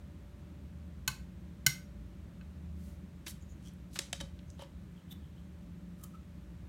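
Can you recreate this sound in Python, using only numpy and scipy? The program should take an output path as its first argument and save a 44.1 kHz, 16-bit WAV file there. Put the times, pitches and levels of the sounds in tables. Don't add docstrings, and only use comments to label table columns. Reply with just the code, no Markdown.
import sys
import numpy as np
from scipy import signal
from scipy.fft import rfft, irfft
from scipy.io import wavfile
from scipy.ndimage import uniform_filter1d

SR = 44100
rng = np.random.default_rng(int(sys.argv[2]) if len(sys.argv) > 2 else 0)


def generate_wav(sig):
    pcm = np.round(np.clip(np.atleast_2d(sig).T, -1, 1) * 32767).astype(np.int16)
    wavfile.write(sys.argv[1], SR, pcm)


N = 294588
T = np.arange(N) / SR
AGE = T[:SR // 2]

# start in seconds, ring level in dB, crack tilt in dB per
# octave, crack level and table thump level in dB relative to the ring.
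SWITCH_STROKES = [(1.0772, -30, -0.5, -2.5, -10.5), (1.664, -21.5, 1.3, -3.5, -9)]


def amp(db):
    return 10 ** (np.asarray(db) / 20)


def level(x, db):
    return x * amp(db) / np.sqrt(np.mean(x ** 2))


def burst(x, db):
    return x * amp(db) / np.sqrt(np.sum(x ** 2) / (SR / 100))


def add(track, s, x):
    i = int(round(s * SR))
    track[i:i + len(x)] += x[:N - i]


def band(x, low_hz, high_hz, order=2):
    high_hz = min(high_hz, .45 * SR)
    edges = [min(low_hz, high_hz - 10), high_hz]
    return signal.sosfilt(signal.butter(order, edges, "band", fs=SR, output="sos"), x)


def around(x, hz, width_hz):
    low_hz = np.hypot(hz, width_hz / 2) - width_hz / 2
    return band(x, low_hz, low_hz + width_hz)


def noise(points, size):
    hz, db = np.transpose(points)
    f = np.fft.rfftfreq(size, 1 / SR) + 1
    gain = amp(np.interp(np.log(f), np.log(hz), db)) / np.maximum(f / hz[-1], 1) ** 2
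    return irfft(rfft(rng.standard_normal(size)) * gain, size)


def fade(t60):
    return np.exp(-np.log(1000) * AGE / t60)


def hump(s, half_s):
    return np.exp(-((T - s) / half_s) ** 2)


def walk(rate_hz):
    hold = int(SR / rate_hz)
    steps = np.repeat(rng.standard_normal(N // hold + 1), hold)
    return level(uniform_filter1d(steps, hold)[:N], 0)


def ring(modes):
    return sum((-1) ** k * burst(np.sin(2 * np.pi * hz * AGE) * fade(t60), db)
               for k, (hz, db, t60) in enumerate(modes))


def ventilation(waver_db=3.0, drift_hz=.9, surge_db=0.4, swell_db=12.2, dip_db=-12):
    # frequency in Hz, relative spectral density in dB.
    air_spectrum = [(20, -36), (30, -20.5), (42, -21.5), (56, -2.5), (84, -0.5), (108, -9), (145, -4.5),
                    (160, -5), (205, -3.5), (228, -14), (300, -13.5), (450, -27), (580, -25), (700, -31.5),
                    (1100, -32.5), (2000, -35.5)]
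    hiss_spectrum = [(1500, -18), (2400, 1.5), (4000, 1.5), (4700, -3.5), (6000, -2.5), (9300, -4.5),
                     (10300, -10), (11500, -6), (15800, -10)]
    # frequency in Hz, rms level in dB.
    fan_tones = [(58.5, -58), (175, -56), (349.5, -79), (583, -75)]
    def tone(hz, db):
        phase = 2 * np.pi * np.cumsum(hz + drift_hz * walk(4)) / SR
        return level(np.sin(phase) * amp(waver_db * walk(3.3)), db)
    drone = tone(hz=75.9, db=-56.5) * amp(swell_db * hump(s=2.666, half_s=0.23))
    hum = drone + sum(tone(hz, db) for hz, db in fan_tones)
    rush = hum + level(noise(air_spectrum, N) * amp(surge_db * walk(5.5)), db=-50.5)
    bass = signal.sosfiltfilt(signal.butter(2, 300, fs=SR, output="sos"), rush)
    dip = amp(dip_db * hump(s=5.02, half_s=0.035))
    hiss = level(noise(hiss_spectrum, N), db=-74.5)
    return rush - bass + bass * dip + hiss


def lamp_switch(crack_t60=0.023):
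    # delay in seconds, relative level in dB.
    contacts = [(0, -3.5), (.0022, -1.5), (.0042, -12)]
    # frequency in Hz, relative level in dB.
    crack_spectrum = [(250, -14.5), (600, -10), (1300, -6), (4000, 1), (7000, 0.5), (10000, -5.5),
                      (14000, -1.5), (16000, -8.5)]
    out = np.zeros(N)
    for s, db, tilt_db, crack_db, _ in SWITCH_STROKES:
        tilted = [(hz, point_db + tilt_db * np.log2(hz)) for hz, point_db in crack_spectrum]
        for delay, blow_db in contacts:
            blow = noise(tilted, len(AGE)) * fade(crack_t60)
            add(out, s + delay, burst(blow, db + crack_db + blow_db))
    return out


def lamp_ring(swell_s=0.0014, nail_s=2.411, nail_db=-59.5):
    # frequency in Hz, t60 in seconds, relative level in dB on
    lamp_modes = [(872.4, 0.13, -10, -27), (1044.4, .08, -4, -25), (1140, 0.11, -8.5, -23),
                  (1525, 0.054, 3.5, 0.5), (2070, 0.074, -11, -0.5), (2183, .035, -4, -4.5),
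                  (2580, .03, 3, -12.5), (3000, .03, -1, -3), (3700, 0.033, -14, -8),
                  (4080, 0.049, -1.5, -7), (4320, 0.029, -2, -6), (4470, .035, -2, -9.5),
                  (4760, 0.027, -19, -8.5), (5512, 0.028, -10, -2), (5650, 0.024, -19, 3),
                  (6480, .017, -15, 0.5), (6910, 0.028, 2, -1), (8545, 0.016, -3, -5),
                  (9800, 0.033, -4, -10), (10470, 0.014, -27, -8.5), (13030, 0.032, -12, -7),
                  (13100, 0.037, -12, -12.5)]
    # frequency in Hz, relative level in dB, t60 in seconds.
    table_modes = [(144.4, 2, 0.23), (122, -5, 0.18)]
    out = np.zeros(N)
    swell = 1 - np.exp(-AGE / swell_s)
    for stroke, (s, db, _, _, thump_db) in enumerate(SWITCH_STROKES):
        modes = [(hz, stroke_db[stroke], t60) for hz, t60, *stroke_db in lamp_modes]
        add(out, s, burst(ring(modes) * swell, db))
        add(out, s, burst(ring(table_modes) * swell, db + thump_db))
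    graze = ring([(hz, press_db, t60) for hz, t60, press_db, _ in lamp_modes])
    add(out, nail_s, burst(band(graze, 820, 3500), nail_db))
    return out


def sleeve(low_hz=2000, high_hz=14000, grain_db=1.0):
    grains = rng.standard_normal(N) * amp(grain_db * walk(170))
    cloth = band(grains, low_hz, high_hz, order=1)
    return level(cloth, db=-67.5) * hump(s=2.87, half_s=0.087)


def plastic_bandwidth(hz, width_at_4khz=5600, growth=0.78):
    return width_at_4khz * (hz / 4000) ** growth


def plastic_crack(hz, width_hz, t60, spike=5, body_db=-17):
    force = rng.standard_normal(len(AGE)) * fade(t60)
    force[0] += spike
    return burst(around(force, hz, width_hz), 0) + burst(band(force, 500, 2700, order=1), body_db)


def bottle_snaps(first_db=-2.5, rebound_s=.0026, rebound_db=-4.5, rebound_pitch=0.74):
    # start in seconds, base crack level in dB, centre in Hz, t60 in
    # seconds, cap ring level in dB, bottle knock level in dB.
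    snaps = [(3.265, -42.5, 2900, 0.068, -60, -66), (3.2801, -47, 9500, .03, -51, -69),
             (3.9580, -43, 2200, .07, -62, -57), (3.9898, -32, 4650, 0.013, -53, -48.5),
             (4.1291, -36, 4000, 0.014, -43, -50), (4.2030, -47, 2900, 0.027, -56, -69),
             (4.2095, -46.5, 4500, .026, -46, -45.5), (4.593, -59, 1910, .05, -60.5, -49.5),
             (4.620, -60.5, 7000, .022, -64, -49), (6.037, -48.5, 10500, 0.033, -64, -65)]
    # frequency in Hz, relative dB, t60 in seconds.
    cap_modes = [(1676, -5.5, 0.038), (3085, 2, .055), (3820, 2.5, .028), (9780, -4, .018)]
    bottle_modes = [(358, -1, 0.053), (557, 9.5, 0.19), (638, 1, 0.031), (883, 2.5, 0.041),
                    (1150, -2.5, 0.14), (1280, -7, 0.21)]
    # start in seconds, level in dB, centre in Hz.
    finger_ticks = [(3.736, -72, 10500), (4.3912, -61.5, 2860), (4.502, -60.5, 6270)]
    out = np.zeros(N)
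    for s, db, hz, t60, cap_db, knock_db in snaps:
        width_hz = plastic_bandwidth(hz)
        add(out, s, amp(db + first_db) * plastic_crack(hz, width_hz, t60))
        add(out, s, burst(ring(cap_modes), cap_db) + burst(ring(bottle_modes), knock_db))
        add(out, s + rebound_s, amp(db + rebound_db) * plastic_crack(hz * rebound_pitch, width_hz, t60))
    for s, db, hz in finger_ticks:
        add(out, s, amp(db) * plastic_crack(hz, width_hz=0.55 * hz, t60=0.018))
    return out


def bottle_thuds(rise_s=0.0032):
    # start in seconds, level in dB, frequency in Hz, t60 in seconds.
    thuds = [(3.266, -51, 324, 0.062), (3.989, -47, 355, 0.023), (4.129, -46.5, 694, 0.031),
             (4.18, -43.5, 169, 0.19), (4.210, -49.5, 307, 0.049), (4.236, -40.5, 163, 0.048),
             (6.632, -39.5, 86, 0.1)]
    out = np.zeros(N)
    rise = 1 - np.exp(-AGE / rise_s)
    for s, db, hz, t60 in thuds:
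        add(out, s, burst(ring([(hz, 0, t60)]) * rise, db))
    return out


def cap_twists(grain_db=3.6, slip_hz=500, skirt_db=-8, narrow_width_ratio=.13):
    # middle in seconds, half length in seconds, level in dB, centre in Hz.
    rasps = [(3.293, 0.021, -52, 7200), (3.66, .045, -70, 5400), (3.959, 0.03, -57.5, 6300),
             (4.619, .03, -65, 2200), (5.117, .012, -66.5, 9000), (6.03, 0.054, -73, 8000)]
    squeaks_and_blips = [(3.427, 0.015, -72, 6850), (3.511, 0.022, -68, 6700), (3.671, .027, -66, 3250),
                         (3.672, .022, -70, 5760), (4.51, 0.032, -71, 6270), (4.615, 0.026, -63, 2980),
                         (4.64, .027, -61, 950), (5.117, 0.011, -53, 3560), (5.118, .014, -61, 13100),
                         (6.045, 0.032, -64, 1220), (6.151, .012, -59, 1280)]
    turns = [(4.985 + k * .133, 0.031, -73, 3140) for k in range(4)]
    grains = rng.standard_normal(N) * amp(grain_db * walk(slip_hz))
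    def stroke(s, half_s, db, hz, width_hz):
        core = around(grains, hz, width_hz)
        skirt = band(grains, hz / 2, hz * 2, order=1)
        return (level(core, db) + level(skirt, db + skirt_db)) * hump(s, half_s)
    broad = sum(stroke(s, half_s, db, hz, plastic_bandwidth(hz)) for s, half_s, db, hz in rasps)
    narrow = sum(stroke(s, half_s, db, hz, narrow_width_ratio * hz)
                 for s, half_s, db, hz in squeaks_and_blips + turns)
    return broad + narrow


def reflections(x, bass_t60=0.37, treble_t60=0.27, build_s=0.0066, dull_hz=13000):
    edges_hz = np.geomspace(200, 18000, 8)
    t60s = np.geomspace(bass_t60, treble_t60, len(edges_hz) - 1)
    tail = sum(band(rng.standard_normal(len(AGE)), low, high) * fade(t60)
               for low, high, t60 in zip(edges_hz, edges_hz[1:], t60s))
    build_up = 1 - np.exp(-(AGE / build_s) ** 2)
    tail = band(tail, 150, dull_hz, order=1) * build_up
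    return signal.fftconvolve(x, tail / np.sqrt(np.sum(tail ** 2)))[:N]


def diffuse_field(source, directions=3):
    return sum(reflections(source()) for _ in range(directions)) / np.sqrt(directions)


def scene(crack_room_db=-12.5, ring_room_db=-14, bottle_room_db=-12.5):
    ringing, twists = lamp_ring(), cap_twists()
    lamp = lamp_switch() + ringing
    lamp += amp(crack_room_db) * diffuse_field(lamp_switch) + amp(ring_room_db) * reflections(ringing)
    bottle = bottle_snaps() + twists
    bottle += amp(bottle_room_db) * (diffuse_field(bottle_snaps) + reflections(twists))
    return (lamp + bottle + bottle_thuds() + sleeve() + ventilation())[None]


def record(dry):
    return signal.sosfilt(signal.ellip(10, .2, 70, 16000, fs=SR, output="sos"), dry)


dry = scene()
out = record(dry)
generate_wav(out)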